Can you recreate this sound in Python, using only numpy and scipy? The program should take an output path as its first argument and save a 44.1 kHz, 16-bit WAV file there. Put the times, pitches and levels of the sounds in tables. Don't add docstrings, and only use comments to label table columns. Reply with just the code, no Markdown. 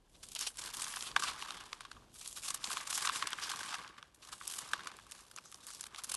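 import sys
import numpy as np
from scipy import signal
from scipy.fft import rfft, irfft
from scipy.io import wavfile

SR = 44100
rng = np.random.default_rng(int(sys.argv[2]) if len(sys.argv) > 2 else 0)


def master(y):
    cut = np.clip(np.atleast_2d(y).T, -1, 1)
    pcm = np.round(cut * 32767)
    wavfile.write(sys.argv[1], SR, pcm.astype(np.int16))


def convert_level_to_amplitude(level_db):
    exponent = np.asarray(level_db, float) / 20
    return 10 ** exponent


N = 271656

# peak_s, crack_drive_db, tray_knock_db, sizzle_drive_db, length_ms
BREAKS = [(0.1544, -54, -83, -76, 21), (0.237, -46, -60, -45, 19), (0.288, -61, -80, -36, 2.8),
          (0.32, -49, -70, -42.5, 11), (0.3515, -58, -66, -22.5, 1.6), (0.364, -35, -62, -42, 18),
          (0.3921, -43, -54, -28, 3), (0.411, -42, -57, -25, 2), (0.4267, -39, -54, -38, 76),
          (0.4726, -29.5, -58, -35, 14.4), (0.572, -42, -71, -33, 1.5), (0.5921, -40, -52, -38, 18.6),
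          (0.62, -39, -68, -42, 9.7), (0.742, -37, -58, -53, 7.6), (0.7698, -41, -58, -32.5, 3.6),
          (0.8216, -29.5, -65, -30, 5.6), (0.8445, -33, -51, -35, 4.7), (0.8666, -52, -39.5, -54, 3.3),
          (0.9027, -43, -57, -38, 1), (0.94, -56, -37, -42, 3.1), (0.962, -36, -58, -34, 6.9),
          (0.97, -40, -34.5, -57, 3.5), (1.009, -35, -65, -42, 5.5), (1.0254, -33.5, -55, -31, 3.8),
          (1.0745, -41.5, -62, -44.5, 60), (1.116, -39, -46, -64, 3.4), (1.1644, -21, -18, -52, 4.52),
          (1.199, -33.5, -41, -35.5, 13), (1.2234, -43, -29, -32, 2), (1.2374, -31, -31, -36, 3.9),
          (1.24, -40.5, -39.5, -38, 52), (1.285, -34.5, -44, -44, 52), (1.4245, -32, -35, -38, 3.7),
          (1.459, -37, -45, -62, 2.1), (1.507, -31, -38.5, -45, 3.6), (1.61, -65, -41, -63, 3.1),
          (1.7307, -29.5, -38.5, -63, 3.7), (1.8082, -40, -43, -43, 4.4), (1.8525, -45, -43.5, -54, 6.8),
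          (1.9165, -39, -45, -58, 5.2), (1.9683, -67, -50.5, -73, 5.1), (2.1597, -52.5, -66, -51, 19),
          (2.2142, -44, -57, -46, 11), (2.261, -41.5, -55, -40, 6.8), (2.277, -55, -74, -28, 3.5),
          (2.3284, -42, -70, -32, 1.5), (2.374, -41, -54.5, -41.5, 34), (2.4597, -44.5, -56, -38, 80),
          (2.486, -37.5, -51, -33, 13), (2.506, -34, -40.5, -31, 9.2), (2.546, -38, -41.5, -27.5, 8.2),
          (2.6436, -26, -58, -65, 5.8), (2.674, -32, -52, -41, 4.1), (2.7062, -47, -36, -48, 5.6),
          (2.717, -34, -37, -54, 4.5), (2.731, -28, -44, -26, 0.84), (2.7712, -28.5, -30.5, -38, 4.2),
          (2.875, -36, -44, -35.5, 9.5), (2.907, -38, -43, -30.5, 16.7), (2.9296, -33, -38, -32, 6.2),
          (2.955, -43, -59, -30.5, 43), (2.9781, -38, -34.5, -28, 5.2), (3.0498, -47, -30.5, -37, 2.9),
          (3.052, -45, -27, -28, 1.73), (3.0562, -33, -38, -30, 2.4), (3.074, -23, -26, -33, 2.3),
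          (3.076, -42, -32, -36, 2), (3.092, -29, -32, -49, 3.6), (3.0962, -40, -23.5, -39, 2.48),
          (3.16, -29, -36, -47, 1.9), (3.165, -40, -51, -41, 100), (3.2255, -30, -26.5, -45, 4.06),
          (3.273, -26.5, -33, -32.5, 5.2), (3.3065, -54, -44, -38, 3.2), (3.3317, -24.5, -32, -65, 2.2),
          (3.387, -50, -35.5, -61, 4.9), (3.439, -32.5, -47, -61, 55), (3.4942, -33, -50, -41, 3),
          (3.5176, -27.5, -38, -43, 2.6), (3.6322, -34, -35, -48, 1.7), (3.7436, -32.5, -36, -48, 7.44),
          (3.847, -44, -36.5, -66, 1), (3.878, -40, -55, -79, 3.2), (3.9841, -50.5, -49, -60, 12.6),
          (4.0278, -36.5, -40, -75, 1.06), (4.1474, -61, -75, -47, 4.8), (4.2297, -49, -63, -57, 17),
          (4.33, -41, -46, -45.5, 19), (4.4127, -62, -39.5, -61, 4.3), (4.478, -61, -51, -20, 2.1),
          (4.539, -36, -74, -34, 4.5), (4.589, -40, -43.5, -29.5, 6.9), (4.7352, -30.5, -23.5, -32.5, 4.6),
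          (4.795, -57, -42, -58, 6), (4.8068, -57, -40, -62, 2.7), (4.8463, -54.5, -62, -64, 3.9),
          (4.8731, -33.5, -36.5, -40, 6.4), (4.917, -42, -47, -54, 3.1), (4.9684, -49.5, -70, -41, 1.5),
          (4.989, -75, -45.5, -56, 4.3), (5.0678, -73, -54.5, -50, 5.3), (5.1129, -75.5, -54, -32, 1.2),
          (5.1208, -36.5, -48.5, -32.5, 3.06), (5.192, -50, -54, -46, 2.1), (5.2072, -61, -59, -41, 1.2),
          (5.314, -49, -51, -40, 2.3), (5.3632, -65, -49, -31.5, 1.8), (5.3779, -44, -51.5, -68, 9.9),
          (5.386, -35.5, -40, -55, 2.7), (5.458, -66, -52.5, -49, 5), (5.517, -52, -73, -35, 0.81),
          (5.5257, -47, -52, -46, 4), (5.545, -38.5, -60, -36, 1.7), (5.668, -72, -50, -30.5, 1.3),
          (5.687, -75, -57, -46, 38), (5.705, -71, -48, -39, 4.8), (5.7368, -65, -50, -37, 1.2),
          (5.8103, -64, -49, -26, 3.5), (5.8403, -35.5, -46.5, -35, 2.8), (5.868, -47, -50, -38.5, 6.4),
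          (5.9478, -39, -46.5, -52, 5), (5.961, -33, -53, -46, 1.6), (5.988, -43, -47, -43, 22.6),
          (6.0376, -57, -60, -27, 1.8), (6.045, -64, -49, -29.5, 5.8), (6.0972, -42, -53, -32.5, 13),
          (6.1188, -42, -44.5, -25.5, 6.3), (6.1435, -39, -43, -29, 10.8), (6.1501, -45, -56, -21, 1.4)]
# pitch_hz, width_hz, level_db (relative)
TRAY_MODES = [(830, 150, -13), (970, 150, -8), (1130, 190, 0), (1600, 280, -3), (2250, 350, -11),
              (2850, 350, -12), (3550, 260, -12), (4750, 350, -20)]
CRUMB_HZ = np.geomspace(2100, 11800, num=12)


def snaps():
    rise, fall = 0.29, 0.38
    split_hz = 5840
    mix_spread_db, spot_spread_db = 3, 2.5
    hard, short_ms = 2.2, 8.0
    t = np.arange(N) / SR
    drive, knock = np.zeros((len(CRUMB_HZ), N)), np.zeros(N)
    force = rng.standard_normal(N)
    small = 1 / (1 + (split_hz / CRUMB_HZ) ** 6)
    mixes = convert_level_to_amplitude(mix_spread_db * rng.standard_normal((len(BREAKS), len(CRUMB_HZ))))
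    spots = convert_level_to_amplitude(spot_spread_db * rng.standard_normal((len(BREAKS), len(TRAY_MODES))))
    spots = spots * landing(np.array(BREAKS)[:, 0]).T
    uneven = 1.17 + 0.32 * grains(740, 10.6, 0.0001, 0.00069)
    for (peak_s, crack_db, knock_db, sizzle_db, ms), mix, spot in zip(BREAKS, mixes, spots):
        peak = int(peak_s * SR)
        at = slice(max(peak - SR // 25, 0), peak + SR // 10)
        lag = (t[at] - peak_s) * 1000 / max(ms, 1)
        burst = np.where(lag < 0, np.exp(-(lag / rise) ** 2 / 2), np.exp(-np.abs(lag) / fall))
        jerky = burst * uneven[at]
        burst = jerky * np.linalg.norm(burst) / np.linalg.norm(jerky)
        strength = np.linalg.norm(burst)
        level = convert_level_to_amplitude(crack_db) * (1 - small) + convert_level_to_amplitude(sizzle_db) * small
        drive[:, at] += np.outer(unit(mix) * level, burst)
        started = lag >= -rise
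        rattle = burst * force[at] * started
        rattle[np.argmax(started)] += hard * strength / (1 + (ms / short_ms) ** 2)
        blow = tray(np.outer(spot, rattle))
        knock[at] += convert_level_to_amplitude(knock_db) * blow * strength / np.linalg.norm(blow)
    return (drive * crumbs()).sum(axis=0) + knock


def crackle():
    # time_s, grit_at_blade_drive_db, tray_patter_drive_db
    strokes = [(0.0, -85.5, -85), (0.301, -60, -84), (0.44, -58, -69), (0.545, -63.5, -71),
               (0.665, -43, -50.5), (0.705, -48.5, -53), (0.725, -58, -61), (0.737, -47, -59),
               (0.788, -45, -53.5), (1.033, -50, -53), (1.141, -60.5, -59), (1.3, -52, -51.5),
               (1.5, -53.5, -51.5), (2.093, -76, -73), (2.206, -51.5, -84), (2.486, -58.5, -60),
               (2.587, -58, -59), (2.722, -43.5, -47), (2.81, -48, -50.5), (2.85, -54.5, -56.5),
               (3.05, -41.5, -47.5), (3.302, -56.5, -51), (3.437, -46, -51.5), (3.74, -49.5, -47),
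               (3.954, -71.5, -63), (4.18, -78, -78.5), (4.254, -57, -62.5), (4.38, -59, -65),
               (4.525, -48, -56.5), (4.9, -60, -54), (5.03, -66, -69.5), (5.16, -58, -61),
               (5.27, -66, -70.5), (5.48, -63.5, -71), (5.63, -60.5, -67), (5.75, -56, -68),
               (5.92, -67, -63), (6.16, -48.5, -61.5)]
    t = np.arange(N) / SR
    s, *columns = np.transpose(strokes)
    grit_db, patter_db = (10 * np.log10(convert_level_to_amplitude(np.interp(t, s, column)) ** 2 + loose)
                          for column, loose in zip(columns, trickle()))
    tilt_db = np.clip(0.47 * (grit_db - patter_db) - 0.6, -8, 4)
    together = grains(350, 5, 0.0002, 0.002)
    breaking = 0
    for hz, ring in zip(CRUMB_HZ, crumbs()):
        alone = grains(90, 15.2, 0.00032, 0.032)
        tilt = convert_level_to_amplitude(tilt_db * np.log2(hz / 5000))
        breaking = breaking + tilt * (0.7 * together + 0.47 * alone + 0.24) * ring
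    patter = [convert_level_to_amplitude(patter_db) * (0.3 * together + 0.7 * grains(320, 3.5, 0.0002, 0.0011) + 0.06)
              for _ in TRAY_MODES]
    dull = signal.butter(1, [110, 650], "band", fs=SR, output="sos")
    push = unit(signal.sosfilt(dull, rng.standard_normal(N)))
    jolts = 0.47 + 0.58 * grains(60, 4, 0.00074, 0.0069)
    shake = convert_level_to_amplitude(-32.5 + 0.44 * patter_db + 0.14 * grit_db) * push * jolts
    forces = patter * landing(t) * rng.standard_normal((len(TRAY_MODES), N))
    return convert_level_to_amplitude(grit_db) * breaking + tray(forces) + shake


def trickle():
    grit_level_db, patter_level_db = -16.5, -11
    loosen_s, trickle_s = 0.0044, 0.014
    s, crack_db, knock_db, sizzle_db, ms = np.transpose(BREAKS)
    t = np.arange(0, N + 64, 64) / SR
    lag = t[:, None] - s
    fade = np.exp(-2 * np.abs(lag) / np.where(lag < 0, loosen_s, trickle_s))
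    shape = fade * ms / 1000 / trickle_s
    grit = convert_level_to_amplitude(grit_level_db) ** 2 * shape @ (convert_level_to_amplitude(crack_db) ** 2 + convert_level_to_amplitude(sizzle_db) ** 2)
    patter = convert_level_to_amplitude(patter_level_db) ** 2 * (shape * (lag > 0)) @ convert_level_to_amplitude(knock_db) ** 2
    return [np.interp(np.arange(N) / SR, t, power) for power in (grit, patter)]


def crumbs():
    # (relative, per Hz)
    grit_spectrum = [(1180, 5), (2000, -9.5), (3180, -2.5), (4120, -4), (8280, -6), (11200, -9),
                     (12300, -13), (16000, -55), (22000, -120)]
    grit = coloured(grit_spectrum)
    return np.array([signal.lfilter(*signal.iirpeak(hz, 5.0, SR), np.roll(grit, rng.integers(N)))
                     for hz in CRUMB_HZ])


def tray(forces):
    no_bass = signal.butter(6, 710, "high", fs=SR, output="sos")

    def ring(x):
        modes = 0
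        for k, (hz, width, db) in enumerate(TRAY_MODES):
            mode = signal.lfilter(*signal.iirpeak(hz, hz / width, SR), x[k])
            modes = modes + (-1) ** k * convert_level_to_amplitude(db) * mode
        return signal.sosfilt(no_bass, modes)

    tap = (np.arange(SR // 10) == 0).astype(float)
    return ring(forces) / np.linalg.norm(ring([tap] * len(TRAY_MODES)))


def landing(s):
    # time_s, upper_gain_db
    balance = [(0.4, 3.5), (1.16, -3), (2.75, -4), (3.1, 1.5), (3.7, -1), (4.7, -2.5)]
    upper = np.array(TRAY_MODES)[:, 0] > 1350
    return convert_level_to_amplitude(np.outer(upper, np.interp(s, *np.transpose(balance))))


def room():
    # (relative, per Hz)
    air_spectrum = [(24, -22), (40, 10), (264, 0.5), (700, -6.5), (1080, -8.5), (1500, -49), (2800, -15),
                    (10900, -24), (12000, -18), (22000, -120)]
    # time_s, rms_level_db
    hum_fade = [(0, -72.5), (3, -76.5), (3.7, -100), (6.16, -111)]
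    t = np.arange(N) / SR
    hum_level = convert_level_to_amplitude(np.interp(t, *np.transpose(hum_fade)))
    hum = hum_level * np.sqrt(2) * np.sin(2 * np.pi * 33 * t)
    wander = 0.59 + 0.4 * grains(4.1, 3.0, 0.026, 0.09)
    return convert_level_to_amplitude(-67.5) * coloured(air_spectrum) * wander + hum


def grains(per_s, spread_db, rise_s, fall_s):
    env = (rng.random(N) < per_s / SR) * convert_level_to_amplitude(spread_db * rng.standard_normal(N))
    for tau in (rise_s, fall_s):
        env = signal.lfilter([1], [1, -np.exp(-1 / (tau * SR))], env)
    return unit(env)


def coloured(points):
    hz, db = np.transpose(points)
    f = np.maximum(np.fft.rfftfreq(N, 1 / SR), 1)
    gain = convert_level_to_amplitude(np.interp(np.log(f), np.log(hz), db))
    return unit(irfft(rfft(rng.standard_normal(N)) * gain, N))


def unit(x):
    return x / np.sqrt(np.mean(x ** 2))


def scene():
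    return (snaps() + crackle() + room())[None]


def top_cut(x):
    return signal.sosfilt(signal.butter(12, 12830, fs=SR, output="sos"), x)


def record(dry):
    steep = signal.ellip(8, 0.3, 70, 11650, fs=SR, output="sos")
    mix = signal.sosfilt(steep, dry)
    return top_cut(mix)


dry = scene()
out = record(dry)
master(out)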